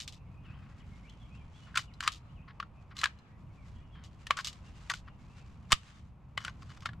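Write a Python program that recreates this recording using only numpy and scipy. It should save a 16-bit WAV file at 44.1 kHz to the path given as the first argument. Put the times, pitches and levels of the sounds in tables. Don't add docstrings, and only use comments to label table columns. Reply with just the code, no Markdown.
import sys
import numpy as np
from scipy import signal
from scipy.fft import rfft, irfft, next_fast_len
from scipy.io import wavfile
from scipy.ndimage import uniform_filter1d, map_coordinates

SR = 44100
rng = np.random.default_rng(int(sys.argv[2]) if len(sys.argv) > 2 else 0)


def output_pcm(signal):
    pcm = np.clip(np.atleast_2d(signal).T, -1, 1) * 32767
    wavfile.write(sys.argv[1], SR, np.round(pcm).astype(np.int16))


N = 308700
TIME = np.arange(N) / SR
AFTER = np.arange(SR // 5) / SR

# time_s, level_db
WIND_LEVEL = [(0, -49.5), (2.6, -52.5), (6.5, -50)]
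# freq_hz, level_db
RUMBLE_SPECTRUM = [(20, -15.5), (55, 2.5), (130, 0.5), (210, -7.5), (330, -21), (800, -62)]
# freq_hz, level_db
FIELD_SPECTRUM = [(350, 3.5), (1100, 6), (1700, -8), (2600, -7), (4000, -23.5), (15000, -53.5)]
# middle_s, length_s, level_db
SLEEVE_STROKES = [(1.0, 1, -71.5), (1.622, 0.31, -67.5), (3.7, 0.43, -73), (4.48, 0.77, -64),
                  (4.87, 0.31, -63), (5.382, 0.44, -68), (5.849, 0.39, -57), (6.715, 0.38, -66)]
# freq_hz, level_db
CLOTH_SPECTRUM = [(400, -12), (1200, 7), (3000, 2.5), (7300, -5), (15500, -37)]
# start_s, length_s, first_tick_db
RATTLES = [(0.0018, 0.047, -40.5), (0.077, 0.019, -40.5), (0.124, 0.058, -53.5), (1.798, 0.061, -50),
           (2.119, 0.064, -46), (2.967, 0.1, -45), (4.038, 0.048, -56.5), (4.4085, 0.011, -46.5),
           (4.4458, 0.052, -36.5), (4.4708, 0.034, -35.5), (4.529, 0.008, -52), (4.94, 0.068, -49),
           (6.806, 0.008, -58)]
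# start_s, length_s, level_db, glide_pitches_hz
SYLLABLES = [(0.31, 0.11, -74.5, (2520, 2500)), (0.437, 0.118, -61.5, (3400, 2520, 3250)),
             (0.797, 0.045, -65.5, (3500, 1800)), (0.912, 0.09, -67.5, (2250, 2170, 2550)),
             (1.026, 0.089, -63, (2040, 2530, 3500)), (1.193, 0.056, -66, (3500, 3340, 3040)),
             (1.3, 0.09, -65.5, (2500, 2630, 3250)), (1.39, 0.045, -64, (2470, 2330)),
             (1.538, 0.053, -64, (3240, 3520)), (1.586, 0.12, -66, (3350, 2950, 2990, 2200)),
             (1.874, 0.05, -65.5, (3200, 1900)), (2.277, 0.045, -69.5, (2450, 3300)),
             (2.355, 0.083, -65.5, (3400, 2460, 3250)), (3.551, 0.12, -72, (2600, 1920)),
             (3.73, 0.099, -76, (3200, 3350)), (3.911, 0.077, -67.5, (3430, 2950)),
             (4.646, 0.08, -67.5, (2600, 2790, 2560)), (5.248, 0.24, -72, (2300, 2740, 2200))]
# start_s, fall_s, level_db
PALM_RUBS = [(0.438, 0.59, -64), (1.663, 0.08, -59.5), (2.476, 0.043, -50), (2.905, 0.031, -55),
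             (3.946, 0.14, -60), (5.07, 0.029, -55)]
# start_s, pitch_hz, level_db
CLINKS = [(1.096, 3400, -56.5), (1.938, 4080, -57), (2.989, 4090, -37), (3.188, 4150, -62),
          (5.758, 3080, -53)]
# start_s, knock_pitch_hz, strength_db,
# hardness_db (high = steel snap, low = wooden knock)
BLOWS = [(1.7434, 1560, -57.5, -10.5), (1.757, 1370, -33.5, 0), (1.7729, 1400, -24, 2),
         (1.7755, 1285, -27.5, 4.5), (2.0056, 1550, -34, 2.5), (2.036, 1610, -39, 3),
         (2.0763, 1250, -21, 0.5), (2.6002, 1160, -39, -7), (2.627, 1374, -49.5, -10),
         (3.0142, 1960, -36, 5), (3.0341, 1268, -32, -9), (3.0396, 1690, -22.5, 2.5),
         (3.0566, 1630, -29.5, -2.5), (4.2683, 1847, -39, 3), (4.307, 1136, -23.5, -3.5),
         (4.3705, 1350, -39.5, 8.5), (4.388, 1490, -37, -2), (4.8986, 1940, -29.5, 2),
         (4.937, 1470, -37.5, 1.5), (5.72, 1072, -17, 6.5), (5.7265, 1230, -14, 4),
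         (6.3758, 2070, -31.5, -2.5), (6.3762, 3030, -36, -4), (6.4485, 1410, -35, 3),
         (6.4808, 1520, -43, -7), (6.8573, 1357, -33.5, -3), (6.8902, 1710, -49.5, -7),
         (6.933, 1415, -57, -5)]
# start_s, length_s, level_db
SCRAPES = [(1.748, 0.057, -43), (2.017, 0.072, -46), (2.944, 0.13, -56.5), (4.363, 0.054, -46.5),
           (4.898, 0.027, -39), (5.702, 0.025, -42.5), (6.381, 0.14, -57.5), (6.617, 0.018, -59),
           (6.689, 0.04, -60.5), (6.766, 0.018, -60), (6.817, 0.024, -56.5), (6.851, 0.026, -46)]
# freq_hz, level_db
THUD_SPECTRUM = [(60, -24), (330, -15), (620, 1.5), (900, 5), (2000, -39.5)]
STOCK_SPECTRUM = [(150, -46), (850, -15), (1080, 3.5), (2100, -3), (2900, -20), (6000, -57)]
RECEIVER_SPECTRUM = [(900, -55.5), (1700, -6), (3000, -0.5), (5000, -10.5), (7500, -43.5)]
STEEL_SPECTRUM = [(2500, -20), (4500, -1), (7600, -3), (9000, -11.5), (16000, -33.5)]
SPRING_SPECTRUM = [(600, -24.5), (2600, 0.5), (3700, 5.5), (7600, -3.5), (9500, -15.5), (15500, -26)]
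# mode_hz, level_db
METAL_MODES = [(1230, 0.5), (2020, -4.5), (2960, 4.5), (3690, -0.5), (4080, -1.5), (4810, 1), (5700, -2.5),
               (6490, -2)]
# delay_s, relative_level_db
TREE_ECHO = [(0.08, -40.5), (.13, -3.5), (.24, 1.5), (0.449, -34)]

SHOT_S = 5.7295
GUST_DB, FIELD_DB = -65.5, -65.5
RESTING_CLOTH_DB = -80.5
CONTACT_RISE_S = 0.0007
TICK_GAP_MEDIAN_S, RATTLE_FALL_DB = 0.008, 19.5
FAR_BIRDS_DB, FAR_LOWER_MAX = -77.5, 0.22
RUB_ATTACK_S = 0.0086
CLINK_OVERTONE_RATIO = 1.2
CLACK_DB, SNAP_DB = -2.5, -11.5
LEAD_IN_S, LEAD_IN_DB = 0.0035, -25
REBOUND_MEDIAN_S, REBOUND_DB = 0.009, -17.5
GRIP_UNTIL_S = 4.0
GRIPPED_THUD_DB, FREE_THUD_DB = -47, -15
PART_HZ = 1480
DUCK_THRESHOLD_DB, RECOVERY_DB_PER_S = -22.5, 8
ROLLOFF_HZ, TOP_HZ = 14800, 15800


def amp(db):
    return 10 ** (np.asarray(db) / 20)


def unit(x):
    return x / np.sqrt(np.mean(x ** 2) + 1e-20)


def along(points, hz):
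    f, v = np.transpose(points)
    return np.interp(np.log(hz + 1), np.log(f), v)


def curve(rows, t=TIME):
    return np.interp(t, *np.transpose(rows))


def wobble(rate_hz):
    knots = rng.standard_normal(int(N * rate_hz / SR) + 4)
    return map_coordinates(knots, [TIME * rate_hz])


def fade(t60):
    return 1000 ** (-AFTER / t60)


def add(track, s, sound):
    part = track[..., max(round(s * SR), 0):][..., :sound.shape[-1]]
    part += sound[..., :part.shape[-1]]


def filtered(x, response):
    m = next_fast_len(N + SR // 2)
    hz = np.fft.rfftfreq(m, 1 / SR)
    return irfft(rfft(x, m) * response(hz), m)[..., :N]


def causal(points, size=2048):
    hz = np.fft.rfftfreq(size, 1 / SR)
    cepstrum = irfft(np.log(amp(along(points, hz))))
    cepstrum[1:size // 2] *= 2
    cepstrum[size // 2 + 1:] = 0
    return irfft(np.exp(rfft(cepstrum)))


def punch(x):
    return x / np.sqrt(np.mean(x[:round(.004 * SR)] ** 2))


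def contact(body, t60, tail_db, tail_t60, apart):
    noise = rng.standard_normal((3, len(AFTER)))
    rise = 1 - np.exp(-AFTER / CONTACT_RISE_S)
    force = noise[0] * rise * fade(t60)
    force[round(CONTACT_RISE_S * SR)] += 4
    direct = punch(signal.fftconvolve(force, body)[:len(AFTER)])
    kernel = body[None] / np.linalg.norm(body)
    mid, side = rise * signal.fftconvolve(noise[1:], kernel, axes=1)[:, :len(AFTER)]
    tail = amp(tail_db) * fade(tail_t60)
    centre = direct + mid * tail
    width = side * (apart * fade(t60) + tail / 2)
    return np.array([centre + width, centre - width])


def ring(t60, scale=1):
    hz, db = np.transpose(METAL_MODES)[..., None]
    strength, phase_cycles = rng.standard_normal((2, len(METAL_MODES), 1))
    modes = amp(db + 2 * strength) * np.sin(2 * np.pi * (scale * hz * AFTER + phase_cycles))
    return fade(t60) * np.sum(modes, axis=0)


def rush(spectrum, side_db):
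    noise = rng.standard_normal((2, N))
    mid, side = filtered(noise, lambda hz: amp(along(spectrum, hz)))
    width = amp(side_db) * side
    return unit(np.array([mid + width, mid - width]))


def echo(x, shape):
    t = np.arange(SR) / SR
    tail = rng.standard_normal((2, SR)) * amp(curve(shape, t)) * (t < shape[-1][0])
    return signal.fftconvolve(x[None], tail / np.linalg.norm(tail[0]), axes=1)[:, :N]


def outdoors():
    rumble = amp(curve(WIND_LEVEL) + 1.3 * wobble(8)) * rush(RUMBLE_SPECTRUM, side_db=-15)
    gusts = unit(amp(4.8 * wobble(6.2)) * rush([(70, 3.0), (800, -81.5)], side_db=-8.5))
    field = rush(FIELD_SPECTRUM, side_db=-8.5)
    return rumble + amp(GUST_DB) * gusts + amp(FIELD_DB) * field


def sleeve():
    motion = amp(RESTING_CLOTH_DB)
    for middle_s, length_s, db in SLEEVE_STROKES:
        motion = motion + amp(db) * np.exp(-2 * (2 * (TIME - middle_s) / length_s) ** 2)
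    grain = unit(amp(2.4 * wobble(34) + 2.2 * wobble(300)))
    return motion * grain * rush(CLOTH_SPECTRUM, side_db=-5.5)


def tick(spring):
    return contact(spring, t60=0.02, tail_db=-6.0, tail_t60=0.093, apart=0.33)


def linkage(count=11):
    out = np.zeros((2, N))
    spring = causal(SPRING_SPECTRUM)
    for s, length_s, db in RATTLES:
        gaps_s = TICK_GAP_MEDIAN_S * np.exp(rng.normal(0, 0.32, count))
        ringing = amp(-15.5) * ring(t60=0.051)
        for delay_s in np.cumsum(gaps_s) - gaps_s[0]:
            if delay_s < length_s:
                level = amp(db - RATTLE_FALL_DB * delay_s / length_s)
                add(out, s + delay_s, level * (tick(spring) + ringing))
    return out


def syllable(length_s, pitches_hz):
    u = np.linspace(0, 1, round(length_s * SR))
    degree = len(pitches_hz) - 1
    glide = np.polyfit(np.linspace(0, 1, len(pitches_hz)), pitches_hz, degree)
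    hz = np.polyval(glide, u)
    quaver = .016 * unit(uniform_filter1d(rng.standard_normal(len(u)), size=130))
    swell = np.sqrt(np.abs(np.sin(np.pi * u)))
    return swell * np.sin(2 * np.pi * np.cumsum(hz * (1 + quaver)) / SR)


def bird(count=70):
    near, far = np.zeros((2, N))
    for s, length_s, db, pitches_hz in SYLLABLES:
        add(near, s, amp(db) * syllable(length_s, pitches_hz))
    for when, pick, shift in rng.random((count, 3)):
        _, length_s, _, pitches_hz = SYLLABLES[int(pick * len(SYLLABLES))]
        lowered_hz = np.multiply(pitches_hz, 1 - FAR_LOWER_MAX * shift)
        add(far, when * SHOT_S, syllable(length_s, lowered_hz))
    song = amp(3 * wobble(100)) * (near + amp(FAR_BIRDS_DB) * far)
    return song + echo(song, [(0, 0), (.07, -12), (.6, -36)])


def palm():
    pressure = np.zeros(N)
    for s, fall_s, db in PALM_RUBS:
        peak_s = s + RUB_ATTACK_S
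        pressure += amp(db) * curve([(s, 0), (peak_s, 1), (peak_s + fall_s, 0)])
    slips = amp(2.16 * wobble(120)) * rng.standard_normal(N)
    wood = signal.fftconvolve(slips, causal(STOCK_SPECTRUM))[:N]
    metal = signal.fftconvolve(slips, causal(RECEIVER_SPECTRUM))[:N]
    return pressure * unit(wood + amp(-9.0) * metal)


def clinks():
    out = np.zeros((2, N))
    spring = causal(SPRING_SPECTRUM)
    for s, hz, db in CLINKS:
        phase = 2 * np.pi * hz * AFTER
        tone = (np.sin(phase) + .5 * np.sin(CLINK_OVERTONE_RATIO * phase)) * fade(t60=0.055)
        add(out, s, amp(db) * (tone + amp(-5) * tick(spring)))
    return out


def action():
    out = np.zeros((2, N))
    spectra = (STOCK_SPECTRUM, THUD_SPECTRUM, RECEIVER_SPECTRUM, STEEL_SPECTRUM)
    stock, thud, receiver, steel = map(causal, spectra)
    for s, hz, db, hardness_db in BLOWS:
        tone = punch(np.sin(2 * np.pi * hz * AFTER) * fade(t60=0.016) * (1 - fade(t60=0.012)))
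        thud_db = GRIPPED_THUD_DB if s < GRIP_UNTIL_S else FREE_THUD_DB
        rebound_s = REBOUND_MEDIAN_S * np.exp(rng.normal(0, 0.22))
        for delay_s, loss_db in ((-LEAD_IN_S, LEAD_IN_DB), (0, 0), (rebound_s, REBOUND_DB)):
            knock = tone + .45 * contact(stock, t60=.026, tail_db=-12, tail_t60=.08, apart=.1)
            add(knock, 0, amp(thud_db) * punch(thud))
            clack = contact(receiver, t60=0.021, tail_db=-17.0, tail_t60=0.12, apart=0.23)
            clack += amp(-22) * ring(t60=0.043)
            snap = contact(steel, t60=0.02, tail_db=-15.5, tail_t60=0.09, apart=0.68)
            snap += amp(-14) * ring(t60=0.032, scale=hz / PART_HZ)
            blow = amp(-hardness_db) * knock + amp(CLACK_DB) * clack + amp(SNAP_DB + hardness_db) * snap
            add(out, s + delay_s, amp(db + loss_db) * blow)
    return out


def scrapes():
    stroke = np.zeros(N)
    for s, length_s, db in SCRAPES:
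        add(stroke, s, amp(db) * signal.windows.tukey(round(length_s * SR), .5))
    slips = stroke * unit(amp(4 * wobble(320)) * rng.standard_normal(N))
    bodies = (causal(STOCK_SPECTRUM), causal(SPRING_SPECTRUM), ring(t60=0.045))
    wood, metal, modes = (signal.fftconvolve(slips, b / np.linalg.norm(b))[:N] for b in bodies)
    return amp(4.0) * wood + amp(-3.5) * metal + amp(-6.0) * modes


def muzzle():
    u = AFTER / 0.004
    onset = 1 - np.exp(-(AFTER / 0.002) ** 2)
    out = np.zeros((2, N))
    add(out[1], SHOT_S, amp(-2.0) * (1 - u) * np.exp(-u) * onset)
    return out


def port_lean(hz):
    left_over_right_db = along([(700, 0.0), (3000, 3.5), (9000, -4.0)], hz)
    return amp(np.array([[.5], [-.5]]) * left_over_right_db)


def scene():
    gun = linkage() + palm() + clinks() + action() + scrapes()
    gun_mono = gun.mean(0)
    ground = amp(-18.5) * echo(gun_mono, [(0, 9), (.22, -55.5)])
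    trees = filtered(echo(gun_mono, TREE_ECHO), lambda hz: amp(along([(1200, -35.0), (9000, -42.5)], hz)))
    return outdoors() + sleeve() + bird() + filtered(gun + ground + trees, port_lean) + muzzle()


def record(dry):
    power = uniform_filter1d(dry.mean(0) ** 2, size=660)
    level_db = 10 * np.log10(np.abs(power) + 1e-12)
    excess_db = np.maximum(level_db - DUCK_THRESHOLD_DB, 0)
    recovery_db = RECOVERY_DB_PER_S * TIME
    duck_db = np.maximum.accumulate(excess_db + recovery_db) - recovery_db
    duck_db = signal.lfilter([1 / 900], [1, 1 / 900 - 1], duck_db)
    return filtered(dry * amp(-duck_db), lambda hz: (hz < TOP_HZ) / (1 + (hz / ROLLOFF_HZ) ** 20))


dry = scene()
out = record(dry)
output_pcm(out)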